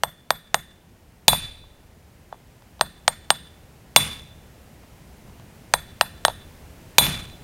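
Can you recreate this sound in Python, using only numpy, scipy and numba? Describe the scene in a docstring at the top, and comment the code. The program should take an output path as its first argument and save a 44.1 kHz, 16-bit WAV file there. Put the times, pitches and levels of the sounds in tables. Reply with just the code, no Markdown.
"""A hammer and chisel cut a stone block on sand in a large hall: three light taps, then one heavy
blow, three times over. Each blow cracks, knocks the block and rings chisel and hammer head;
heavy blows thump the sand, throw chips and bounce the chisel. The hall answers over a low steady
rumble. The close microphone clips on the blows; its limiter ducks the heavy ones."""
import sys
import numpy as np
from scipy import signal
from scipy.fft import rfft, irfft
from scipy.io import wavfile
from numba import njit

SR = 44100
rng = np.random.default_rng(int(sys.argv[2]) if len(sys.argv) > 2 else 0)


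def bounce(signal):
    """Save signal as a 16-bit WAV file at the path given by the first command-line argument."""
    frames = np.transpose(np.atleast_2d(signal))
    limited = np.clip(frames, -1, 1)
    pcm = np.round(limited * 32767).astype(np.int16)
    wavfile.write(sys.argv[1], SR, pcm)


N = 327663
T = np.arange(SR) / SR  # one second after a blow


def undb(db):
    """Decibels to gain."""
    return 10 ** (np.asarray(db) / 20)


def fade(t60_s):
    """Free decay."""
    return np.exp(-np.log(1000) * T / t60_s)


def swell(peak_s):
    """Smooth push: peaks at 1, dies away."""
    return (T / peak_s * np.exp(1 - T / peak_s)) ** 2


def add(track, start_s, sound):
    """Mix a sound into the track."""
    part = track[..., max(int(start_s * SR), 0):][..., :sound.shape[-1]]
    part += sound[..., :part.shape[-1]]


def colour(spectrum, size):
    """FFT-bin gains from (f/Hz, level/dB) points."""
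    hz, db = np.transpose(spectrum)
    bins_hz = np.fft.rfftfreq(size, 1 / SR) + 1
    return undb(np.interp(np.log(bins_hz), np.log(hz), db))


def noise(spectrum, size):
    """Coloured noise, rms 1."""
    x = irfft(rfft(rng.standard_normal(size)) * colour(spectrum, size), size)
    return x / x.std()


def jolt(spectrum, lag_s):
    """Causal unit-energy pulse; bending waves disperse, so the treble leads."""
    cepstrum = irfft(np.log(colour(spectrum, SR)))
    minimum_phase = np.exp(rfft(2 * cepstrum * (T < .5)))
    khz = np.fft.rfftfreq(SR, 1 / SR) / 1000
    delay_s = lag_s * (np.maximum(khz, .5) ** -.5 - khz[-1] ** -.5)
    pulse = irfft(minimum_phase * np.exp(-2j * np.pi * np.cumsum(delay_s))) * (T < .5)
    return pulse / np.linalg.norm(pulse)


# Hall noise spectrum: f/Hz, level/dB
RUMBLE_SPECTRUM = [(13, -33), (22, -11.5), (70, 1.5), (118, -3), (236, -8), (270, -11.5), (792, -17),
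                   (1200, -23.5), (1300, -23), (1910, -23.5), (2980, -26.5), (3420, -29.5), (14700, -34.5),
                   (16000, -37)]
def rumble(start_db=-54, rise_db_per_s=1.3056):
    """Low rumble and faint hiss of the hall, slowly growing."""
    return noise(RUMBLE_SPECTRUM, N) * undb(start_db + rise_db_per_s * np.arange(N) / SR)


# Steel on stone: f/Hz, level/dB
CRACK_SPECTRUM = [(200, -14), (700, -3.5), (1600, -13), (2200, 0), (3100, 1.5), (4600, 0.5), (5700, -5.5),
                  (6700, -5.5), (7800, -10), (11000, -19.5), (16000, -22.5)]
def crack(crush_s, bite_db=8, crush_db=-10, powder_db=-31):
    """The edge bites and crushes the stone; the powder crackles on."""
    bite = undb(bite_db) * jolt(CRACK_SPECTRUM, lag_s=0.0023895)
    crushing = undb(crush_db) * swell(crush_s) + undb(powder_db) * fade(t60_s=0.047)
    return bite + crushing * noise(CRACK_SPECTRUM, SR)


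# Block damped by its sand bed: f/Hz, level/dB
BLOCK_SPECTRUM = [(80, -28), (160, -16), (290, -31), (400, -14.5), (500, -7), (640, -1), (950, -0.5),
                  (1250, -8.5), (2000, -20.5), (5000, -60.5)]
def knock(jolt_db=12, shiver_db=-26):
    """The block jolts, then shivers briefly on the sand."""
    shiver = undb(shiver_db) * noise(BLOCK_SPECTRUM, SR) * fade(t60_s=0.1)
    return undb(jolt_db) * jolt(BLOCK_SPECTRUM, lag_s=0.001798) + shiver


# Edge against stone: f/Hz, level/dB
CLACK_SPECTRUM = [(700, -31.5), (1300, 1), (1650, 2), (1850, 4), (2150, -33.5), (4000, -43)]
def clack(lean, usual_db=4, db_per_lean=4):
    """The edge clacks on the stone, louder with positive lean."""
    return undb(usual_db + db_per_lean * lean) * jolt(CLACK_SPECTRUM, lag_s=0.00064)


# Steel modes (chisel bending x2, hammer head x2, chisel lengthwise, then weak ones): f/Hz
MODE_HZ = [3490, 3962, 8583, 9718, 12952, 3740, 6775, 7070, 8925, 10036, 11222, 12640, 13466, 15665]
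# Same modes: level/dB, t60/s, hallward over micward level/dB
MODE_RING = [(18.5, 0.043, 13), (9.5, .065, 10), (13.5, 0.057, -2), (5.5, 0.16, 1.5), (5.5, 0.085, 3),
             (-3.5, 0.046, -2.5), (10.5, 0.018, 3.5), (-11, 0.087, 13.5), (0.5, 0.11, 13), (-5, 0.049, 6),
             (-1, 0.043, 10.5), (-5, .04, 0.5), (-13, .06, 5), (-12.5, 0.043, 3)]
def steel(excitation_db, stretch=1, onset_s=0.00027):
    """Chisel and hammer ring, damped by glove and stone. Rows: to microphone, to hall."""
    out = 0
    for hz, (db, t60_s, hallward_db), drive_db in zip(MODE_HZ, MODE_RING, excitation_db):
        gripped_hz = hz * (1 + .0008 * rng.standard_normal())
        tone = np.sin(2 * np.pi * (gripped_hz * T + rng.random()))
        ring = undb(db + drive_db) * fade(t60_s * stretch) * tone
        out = out + np.outer([1, undb(hallward_db)], ring)
    return out * (1 - np.exp(-T / onset_s))


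def mode_excitation_db(force_db, lean, spot):
    """Force raises all modes; lean turns bending sideways; spot trades lengthwise for head ring."""
    chisel_db = -40 + 1.346 * force_db
    strong_db = [chisel_db - lean,  # main bending
                 -41 + 1.5 * force_db + 8.5 * lean,  # sideways bending
                 -30 + 0.66 * force_db + 9.5 * spot,  # head
                 chisel_db - 7 + 8.5 * lean,  # head, upper
                 chisel_db + 4 - 7.5 * spot]  # lengthwise
    weak_db = -36.5 + 1.4 * force_db
    return strong_db + [weak_db] * (len(MODE_HZ) - len(strong_db))


# Blows: t/s, force/dB, chisel lean, spot on hammer face (both 0 = usual, about -1 to 1)
HAMMER_BLOWS = [(0.0346, -2.5, -1.6, -0.67), (.3050, -1.3, -0.53, -0.94), (0.5436, -0.5, -0.15, -0.51),
                (1.281, 17.5, 0.29, 0.052), (2.8105, -1, -.3, -0.056), (3.0788, -0.2, 0.095, 0.27),
                (3.3037, 2.5, -0.35, 0.5), (3.9615, 16, -0.1, 0.24), (5.7377, 1.5, 0.83, -0.36),
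                (6.0105, 1, 0.71, -0.4), (6.2500, 1.5, 0.91, -0.064), (6.9828, 19.5, 0.0059, -0.17)]
def hammering():
    """Each blow sounds steel, crack, block and clack at once. Rows: to microphone, to hall."""
    out = np.zeros((2, N))
    for start_s, force_db, lean, spot in HAMMER_BLOWS:
        # a hard blow crushes longer and throws the chisel clear to ring longer
        stretch = 1 + 0.057 * undb(force_db)
        add(out, start_s, steel(mode_excitation_db(force_db, lean, spot), stretch) / stretch)
        add(out, start_s, undb(force_db) * crack(crush_s=0.00078 * stretch))
        add(out, start_s, undb(0.55 * force_db) * knock() + clack(lean))
    return out


# Reverberation bands: f/Hz, level/dB, t60/s
HALL_BANDS = [(60, -2.5, 1.4), (159, -3.5, 0.39), (385, -27.5, 1), (887, -47, 1.6), (1850, -22, 0.6),
              (2970, -31, 0.9), (3513, -25, 0.72), (6040, -30, 0.5), (9190, -22.5, .48), (15000, -20, 0.28)]
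# Far-wall returns: delay/s, width/s, lift/dB
FAR_WALLS = [(.021, .005, 3), (.05, .011, 7.5), (.089, .006, 3), (.167, .005, 7)]
def hall(sound, nearest_wall_s=0.0092):
    """Diffuse tail: starts at the nearest wall, swells as the far walls answer."""
    bands_hz, bands_db, t60s_s = np.transpose(HALL_BANDS)
    bins_hz = np.fft.rfftfreq(SR, 1 / SR) + 1
    white, tail = rfft(rng.standard_normal(SR)), 0
    for db, t60_s, share in zip(bands_db, t60s_s, np.eye(len(bands_hz))):
        band = irfft(white * np.interp(np.log(bins_hz), np.log(bands_hz), share), SR)
        decay = fade(t60_s)
        tail = tail + undb(db) * band * decay / np.linalg.norm(decay)
    walls_db = sum(db * np.exp(-((T - delay_s) / width_s) ** 2) for delay_s, width_s, db in FAR_WALLS)
    return signal.fftconvolve(sound, tail * (T > nearest_wall_s) * undb(walls_db))[:N]


def thump(rocking_db, sinking_db=-25):
    """The block sinks into the sand and rocks back: low noise."""
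    sand_hz_db = [(20, -10.5), (70, 9), (145, 7), (330, -8), (1200, -49.5), (4000, -90.5)]
    push = undb(sinking_db) * swell(peak_s=0.003) + undb(rocking_db) * swell(peak_s=0.082)
    return noise(sand_hz_db, SR) * push


def chips(count=1200, mean_flight_s=0.09, thinning_s=0.2):
    """Splinters and sand grains land round the block, adding in power."""
    grit_hz_db = [(300, 0), (1200, 2), (2800, 3), (7000, -7.5), (11000, -7.5), (16000, -21.5)]
    power = np.zeros(SR)
    grain = fade(0.0056)[:SR // 100]
    sizes = undb(5 * rng.standard_normal(count))
    for flight_s, size in zip(rng.gamma(2, mean_flight_s / 2, count), sizes):
        landing = np.exp(-(flight_s / thinning_s) ** 2)  # late grains have bounced, land softly
        add(power, flight_s, size * landing * grain)
    return 0.16 * np.sqrt(power) * noise(grit_hz_db, SR)


def settling(heavy_above_db=6):
    """Heavy blows thump the sand and throw chips; each leaves the block looser."""
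    out = np.zeros(N)
    heavy_s = [start_s for start_s, force_db, *_ in HAMMER_BLOWS if force_db > heavy_above_db]
    for looseness, start_s in enumerate(heavy_s):
        add(out, start_s, thump(rocking_db=-46.5 + 7 * looseness))
        add(out, start_s, undb(-32.5 + 5.5 * looseness) * chips())
    return out


# Edge touches the stone again: t/s, knock/dB, scrape/dB
CHISEL_BOUNCES = [(1.3305, -5, -16), (1.639, -39, -61), (2.3256, -18.5, -41.5), (2.621, -38.5, -44.5),
                  (2.794, -30, -37), (4.835, -39.5, -48), (5.296, -40, -46), (5.397, -36.5, -39.5),
                  (6.2811, -5.5, -12.5), (7.0092, -11, -48.5), (7.066, -20, -12)]
def bouncing(tilt_db_per_octave=-10, scrape_top_hz=5500, hop_s=.017, hop_db=-16):
    """The chisel drops back or is set down and hops once: dull knock, scrape, soft low-mode ring."""
    out = np.zeros((2, N))
    ring_db = -45.5 + tilt_db_per_octave * np.log2(np.array(MODE_HZ) / MODE_HZ[0])
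    lowpass = signal.butter(2, scrape_top_hz, fs=SR)
    for start_s, knock_db, scrape_db in CHISEL_BOUNCES:
        scrape = signal.lfilter(*lowpass, crack(crush_s=0.0011))
        touch = undb(knock_db) * (knock() + steel(ring_db)) + undb(scrape_db) * scrape
        add(out, start_s, touch)
        add(out, start_s + hop_s, undb(hop_db) * touch)
    return out


@njit
def follow(rectified, attack_s, release_s):
    """Envelope follower."""
    out, level = np.empty(len(rectified)), 0.
    for i, sample in enumerate(rectified):
        lag_s = attack_s if sample > level else release_s
        level += (sample - level) / (lag_s * SR)
        out[i] = level
    return out


def scene():
    """Close stonework, the hall round it; mono."""
    close, hallward = hammering() + settling() + bouncing()
    return (close + hall(hallward) + rumble())[None]


def record(dry):
    """A limiter ducks heavy blows, too late to stop clipping; the top is cut."""
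    threshold_db, top_hz = -5, 15900
    envelope = follow(np.abs(dry[0]), attack_s=0.0054, release_s=0.06)
    limited = dry / np.maximum(1, envelope / undb(threshold_db))
    lowpass = signal.ellip(10, .1, 70, top_hz, fs=SR, output="sos")
    return signal.sosfilt(lowpass, np.clip(limited, -1, 1))


dry = scene()
out = record(dry)
bounce(out)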